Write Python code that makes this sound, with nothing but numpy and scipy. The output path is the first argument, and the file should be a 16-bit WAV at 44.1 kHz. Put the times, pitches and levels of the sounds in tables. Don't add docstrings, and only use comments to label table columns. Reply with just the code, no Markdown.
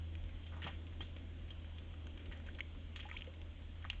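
import sys
import numpy as np
from scipy import signal
from scipy.fft import rfft, irfft
from scipy.io import wavfile
from scipy.ndimage import uniform_filter1d

SR = 44100
rng = np.random.default_rng(int(sys.argv[2]) if len(sys.argv) > 2 else 0)


def to_wav(s):
    ch = np.atleast_2d(s).T
    pcm = np.round(np.clip(ch, -1, 1) * 32767)
    wavfile.write(sys.argv[1], SR, pcm.astype(np.int16))


N = 176400


def amp(db):
    return 10 ** (np.asarray(db) / 20)

def unit(x):
    return x / np.sqrt(np.mean(x ** 2) + 1e-20)

def curve_at(points, hz):
    f, value = np.transpose(points)
    return np.interp(np.log(hz + 1), np.log(f + 1), value)

def add(mix, start, sound):
    part = mix[max(0, round(start * SR)):][:len(sound)]
    part += sound[:len(part)]

def seconds(size):
    return np.arange(size) / SR

def wander(t, hz, count=16):
    rates = np.geomspace(hz / 5, hz, count)
    return unit(sum(np.sin(2 * np.pi * (f * t + rng.random())) / np.sqrt(f) for f in rates))

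def filtered(x, hz, kind="band"):
    return signal.lfilter(*signal.butter(2, hz, kind, fs=SR), x)

def colour(x, points, size=4096):
    log_gain = np.log(amp(curve_at(points, abs(np.fft.fftfreq(size, 1 / SR)))))
    taps = np.fft.ifft(np.exp(np.conj(signal.hilbert(log_gain)))).real
    return signal.oaconvolve(x, taps[:size // 2])[:N]


# t/s, f/Hz, level/dB
ENGINE_FIRING = [(0, 81.14, -44), (0.389, 82, -51), (0.631, 81.6, -47.5), (1.462, 81.72, -50.5),
                 (2.24, 79.6, -50), (2.869, 80.12, -51.5), (3.34, 80.23, -51.5), (4, 81.05, -51.5)]
# harmonic number, relative level/dB
ENGINE_HARMONICS = [(1, 0), (2, -21), (3, -28), (4, -27.5)]
def far_engine(wobble=.011, waver_db=1):
    t = seconds(N)
    times, hz, db = np.transpose(ENGINE_FIRING)
    firing_hz = np.interp(t, times, hz) * (1 + wobble * wander(t, 9))
    cycles = np.cumsum(firing_hz) / SR
    tones = np.zeros(N)
    for harmonic, level in ENGINE_HARMONICS:
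        gain = amp(level + waver_db * wander(t, 11))
        tones += gain * np.sin(2 * np.pi * (harmonic * cycles + rng.random()))
    return np.sqrt(2) * amp(np.interp(t, times, db)) * tones


# f/Hz, level/dB in a 1 Hz band
AIR_SPECTRUM = [(15, -88), (28, -72), (39, -66.5), (60, -76), (110, -83), (180, -87), (240, -83),
                (320, -87), (420, -95.5), (560, -91.5), (700, -99), (1200, -102), (2000, -102),
                (2700, -100.5), (3250, -96.5), (3600, -105), (4150, -119), (5100, -129), (6400, -124),
                (7400, -124), (8400, -133)]
# t/s, gain/dB
AIR_SWELL = [(0, -1), (1, 1), (1.7, -.5), (2.3, 4), (2.8, 0), (3.4, -1), (4, -5.5)]
def outdoor_air(patch_db=1.38, swell_hz=335, swell_octaves=1.3):
    hz, t, spectra = signal.stft(rng.standard_normal(N), SR, nperseg=1024, noverlap=768)
    patches = uniform_filter1d(rng.standard_normal(spectra.shape), size=9, axis=0)
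    patches = unit(uniform_filter1d(patches, size=14, axis=1))
    swell_band = np.exp(-(np.log2((hz[:, None] + 1) / swell_hz) / swell_octaves) ** 2)
    spectra *= amp(patch_db * patches + swell_band * np.interp(t, *np.transpose(AIR_SWELL)))
    noise = unit(signal.istft(spectra, nperseg=1024, noverlap=768)[1][:N])
    density = amp(curve_at(AIR_SPECTRUM, np.fft.rfftfreq(N, 1 / SR)))
    return irfft(rfft(noise) * density, N) * np.sqrt(SR / 2)


# f/Hz, T60/s
REVERB_TIMES = [(200, 0.42), (1000, 0.17), (3000, 0.73), (8000, 0.86)]
def woodland(direct, scatter_db=-12.5, scatter_s=0.0043, tail_db=-18.5, size=32768):
    t = seconds(size)
    early, late = rng.choice([-1., 1.], (2, size)) * (rng.random((2, size)) < 1 / 20)
    scatter = early * np.exp(-t / scatter_s) * (t > .002)
    hz, times, spectra = signal.stft(late * np.minimum(t / 0.03, 1), SR, nperseg=256)
    decay = amp(-60 * times / curve_at(REVERB_TIMES, hz)[:, None])
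    tail = signal.istft(spectra * decay, SR, nperseg=256)[1][:size]
    echo = amp(scatter_db) * scatter / np.linalg.norm(scatter)
    echo += amp(tail_db) * tail / np.linalg.norm(tail)
    return direct + signal.fftconvolve(direct, echo)[:N]


# t/s, relative level/dB
HOOF_FALLS = [(.535, -39.5), (.648, -30), (.674, -38)]
def hoof_thud(db, hz=168, attack_s=0.0027, decay_s=0.005, size=4096):
    t = seconds(size)
    churn = 0.29 * unit(filtered(rng.standard_normal(size), [90, 437])) * np.exp(-t / 0.011)
    bump = np.exp(-t / decay_s) * np.sin(2 * np.pi * hz * t)
    return amp(db) * (1 - np.exp(-t / attack_s)) * (bump + churn)


# t/s, decay time/s, relative level/dB, f/Hz
BUBBLES = [(1.006, 0.0092, -40, 3136), (1.028, 0.014, -53.5, 3350), (1.165, 0.0064, -46, 543),
           (1.505, 0.009, -46.5, 3120), (3.054, 0.011, -40, 798), (3.115, 0.0093, -44, 1217),
           (3.142, 0.01, -45.5, 970), (3.274, 0.014, -42, 499)]
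def bubble_plop(decay_s, db, hz, attack_s=.0004, octaves_per_s=5.5, size=6000):
    t = seconds(size)
    glide_hz = hz * 2 ** (octaves_per_s * np.minimum(t, 1.5 * decay_s))
    tone = np.sin(2 * np.pi * np.cumsum(glide_hz) / SR)
    return amp(db) * (1 - np.exp(-t / attack_s)) * np.exp(-t / decay_s) * tone


# t/s, decay time/s, relative level/dB, f/Hz, fractional rise in one decay time
AIR_POCKETS = [(2.487, 0.0072, -40, 1520, 0.2), (2.6055, .003, -23.5, 2130, 0.037),
               (2.6065, 0.0014, -27, 2800, 0.03), (3.1137, 0.0014, -24.5, 2090, 0.079),
               (3.1663, 0.0074, -33, 2200, .55), (3.221, 0.001, -27, 2640, .06),
               (3.8438, .0015, -31, 1730, 0.029), (3.85, 0.0073, -42, 1220, 0.026),
               (3.9, .0033, -26.5, 2660, 0.081)]
def pocket_pop(decay_s, db, hz, rise, attack_s=.0003, size=2048):
    t = seconds(size)
    glide_hz = hz * (1 + rise * np.minimum(t / decay_s, 2) ** 2)
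    tone = np.sin(2 * np.pi * np.cumsum(glide_hz) / SR)
    snap = 0.089 * rng.standard_normal(size)
    return amp(db) * (1 - np.exp(-t / attack_s)) * np.exp(-(t / decay_s) ** 2) * (tone + snap)


# t/s, decay time/s, relative level/dB, cavity f/Hz, spray gain/dB
BURST_CLUSTERS = [(.153, 0.0023, -46.5, 2440, -11), (.238, .003, -56, 3500, -16),
                  (.292, 0.0025, -53, 2100, -14), (.437, 0.0083, -63.5, 3020, -12),
                  (.464, .024, -56, 2700, -17), (.521, 0.084, -55.5, 1180, -26.5),
                  (.563, 0.026, -53, 834, -20), (.619, 0.043, -45.5, 2120, -17.5),
                  (.642, .014, -45, 2642, -20.5), (.671, 0.013, -42.5, 2600, -20),
                  (.664, 0.021, -40.5, 850, -30), (.685, 0.061, -55, 2030, -17),
                  (.868, 0.0078, -54.5, 2440, -22), (.925, 0.013, -57.5, 1708, -27),
                  (1.005, 0.015, -48.5, 1680, -19), (1.005, 0.015, -51, 583, -28),
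                  (1.008, 0.049, -53, 3270, -38), (1.164, 0.011, -51.5, 2270, -22),
                  (1.183, 0.014, -59, 2200, -27.5), (1.48, 0.017, -59, 2290, -26),
                  (1.504, 0.014, -53, 3070, -29), (1.643, 0.0042, -54, 1770, -19),
                  (1.783, 0.0094, -52.5, 3000, -22), (1.938, 0.0056, -54, 1319, -18),
                  (2.069, 0.0028, -50, 1700, -6), (2.174, 0.0039, -48, 2200, -27),
                  (2.191, 0.034, -58, 2200, -20), (2.257, 0.0075, -51.5, 2300, -20),
                  (2.313, 0.0041, -48, 1700, -21), (2.322, .012, -48, 2185, -16),
                  (2.345, 0.057, -60, 1900, -24), (2.373, 0.0022, -55, 5500, -5),
                  (2.4, 0.0028, -51, 1380, -13), (2.463, 0.016, -55, 2100, -7),
                  (2.548, .004, -51.5, 2750, -16), (2.587, 0.0086, -45.5, 1530, -25),
                  (2.592, 0.0025, -47.5, 3900, -13), (2.606, 0.002, -46.5, 3900, -19),
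                  (2.748, 0.0087, -55, 1180, -22), (2.959, 0.016, -47, 3315, -4),
                  (2.991, .008, -51, 1900, -10), (2.998, 0.013, -45, 2700, -19.5),
                  (3.025, 0.026, -52.5, 2180, -19), (3.054, .004, -53.5, 990, -22),
                  (3.062, .012, -56, 2940, -27), (3.088, 0.0053, -48.5, 1600, -11),
                  (3.098, 0.0049, -46.5, 2120, -24), (3.114, 0.0032, -44.5, 1600, -13),
                  (3.126, 0.04, -55.5, 2530, -9.5), (3.185, 0.013, -53.5, 3000, -18),
                  (3.208, .006, -49, 2720, -16), (3.243, 0.0044, -55.5, 3000, -8),
                  (3.27, .01, -55, 2400, -34), (3.338, 0.01, -57, 2420, -35),
                  (3.4145, 0.0028, -48.5, 3000, -30), (3.823, 0.0079, -55, 2220, -21),
                  (3.85, 0.0047, -40, 1314, -38), (3.86, .014, -55.5, 1783, -17),
                  (3.9, 0.0025, -29.5, 3500, -13), (3.91, 0.015, -53.5, 3000, -12),
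                  (3.93, 0.0082, -50.5, 2310, -9.5)]
def squelch(decay_s, db, hz, spray_db, bursts_per_s=3200, spread_db=5.5, body_db=-14.5, size=6000):
    t = seconds(size)
    bursts = (rng.random(size) < bursts_per_s / SR) * rng.choice([-1, 1], size)
    bursts = bursts * amp(spread_db * np.minimum(rng.exponential(1, size), 2))
    bursts *= np.exp(-(t / decay_s) ** 1.08)
    resonator = signal.iirpeak(hz, Q=1.05, fs=SR)
    cavity = signal.lfilter(*resonator, signal.lfilter(*resonator, bursts))
    fullness = min(decay_s / 0.0091, 1)
    body = amp(body_db) * fullness * filtered(bursts, [250, 665])
    spray = amp(spray_db) * filtered(bursts, 800, "high")
    gain = amp(db) * np.sqrt(decay_s * SR / (np.sum(cavity ** 2) + 1e-12))
    return gain * (cavity + body + spray)


# f/Hz, gain/dB
MICROPHONE_COLOUR = [(100, 1.5), (1000, -7), (2500, -6), (3300, -1.5), (3800, -13), (4500, -23),
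                     (5300, -28), (6500, -17.5), (7400, -20), (8500, -39.5)]
def deer_in_mud(ticks_per_s=4.7, tick_db=-67, tick_hz=2300, tick_trials=120):
    mix = np.zeros(N)
    for table, source in ((BURST_CLUSTERS, squelch), (AIR_POCKETS, pocket_pop),
                          (BUBBLES, bubble_plop), (HOOF_FALLS, hoof_thud)):
        for start, *row in table:
            add(mix, start, source(*row))
    for when, chance, strength, pitch in rng.random((tick_trials, 4)):
        tick = squelch(0.0012, tick_db + 6 * (strength - .5), tick_hz * 2 ** (pitch - .5), spray_db=-8)
        if chance * tick_trials < ticks_per_s * N / SR:
            add(mix, when * N / SR, tick)
    return colour(mix, MICROPHONE_COLOUR)


def scene():
    return (woodland(deer_in_mud()) + outdoor_air() + far_engine())[None]

def record(dry, cutoff_hz=8450):
    taps = signal.firwin(511, cutoff_hz, window=("kaiser", 9), fs=SR)
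    return signal.oaconvolve(dry, taps[None], "same")


dry = scene()
out = record(dry)
to_wav(out)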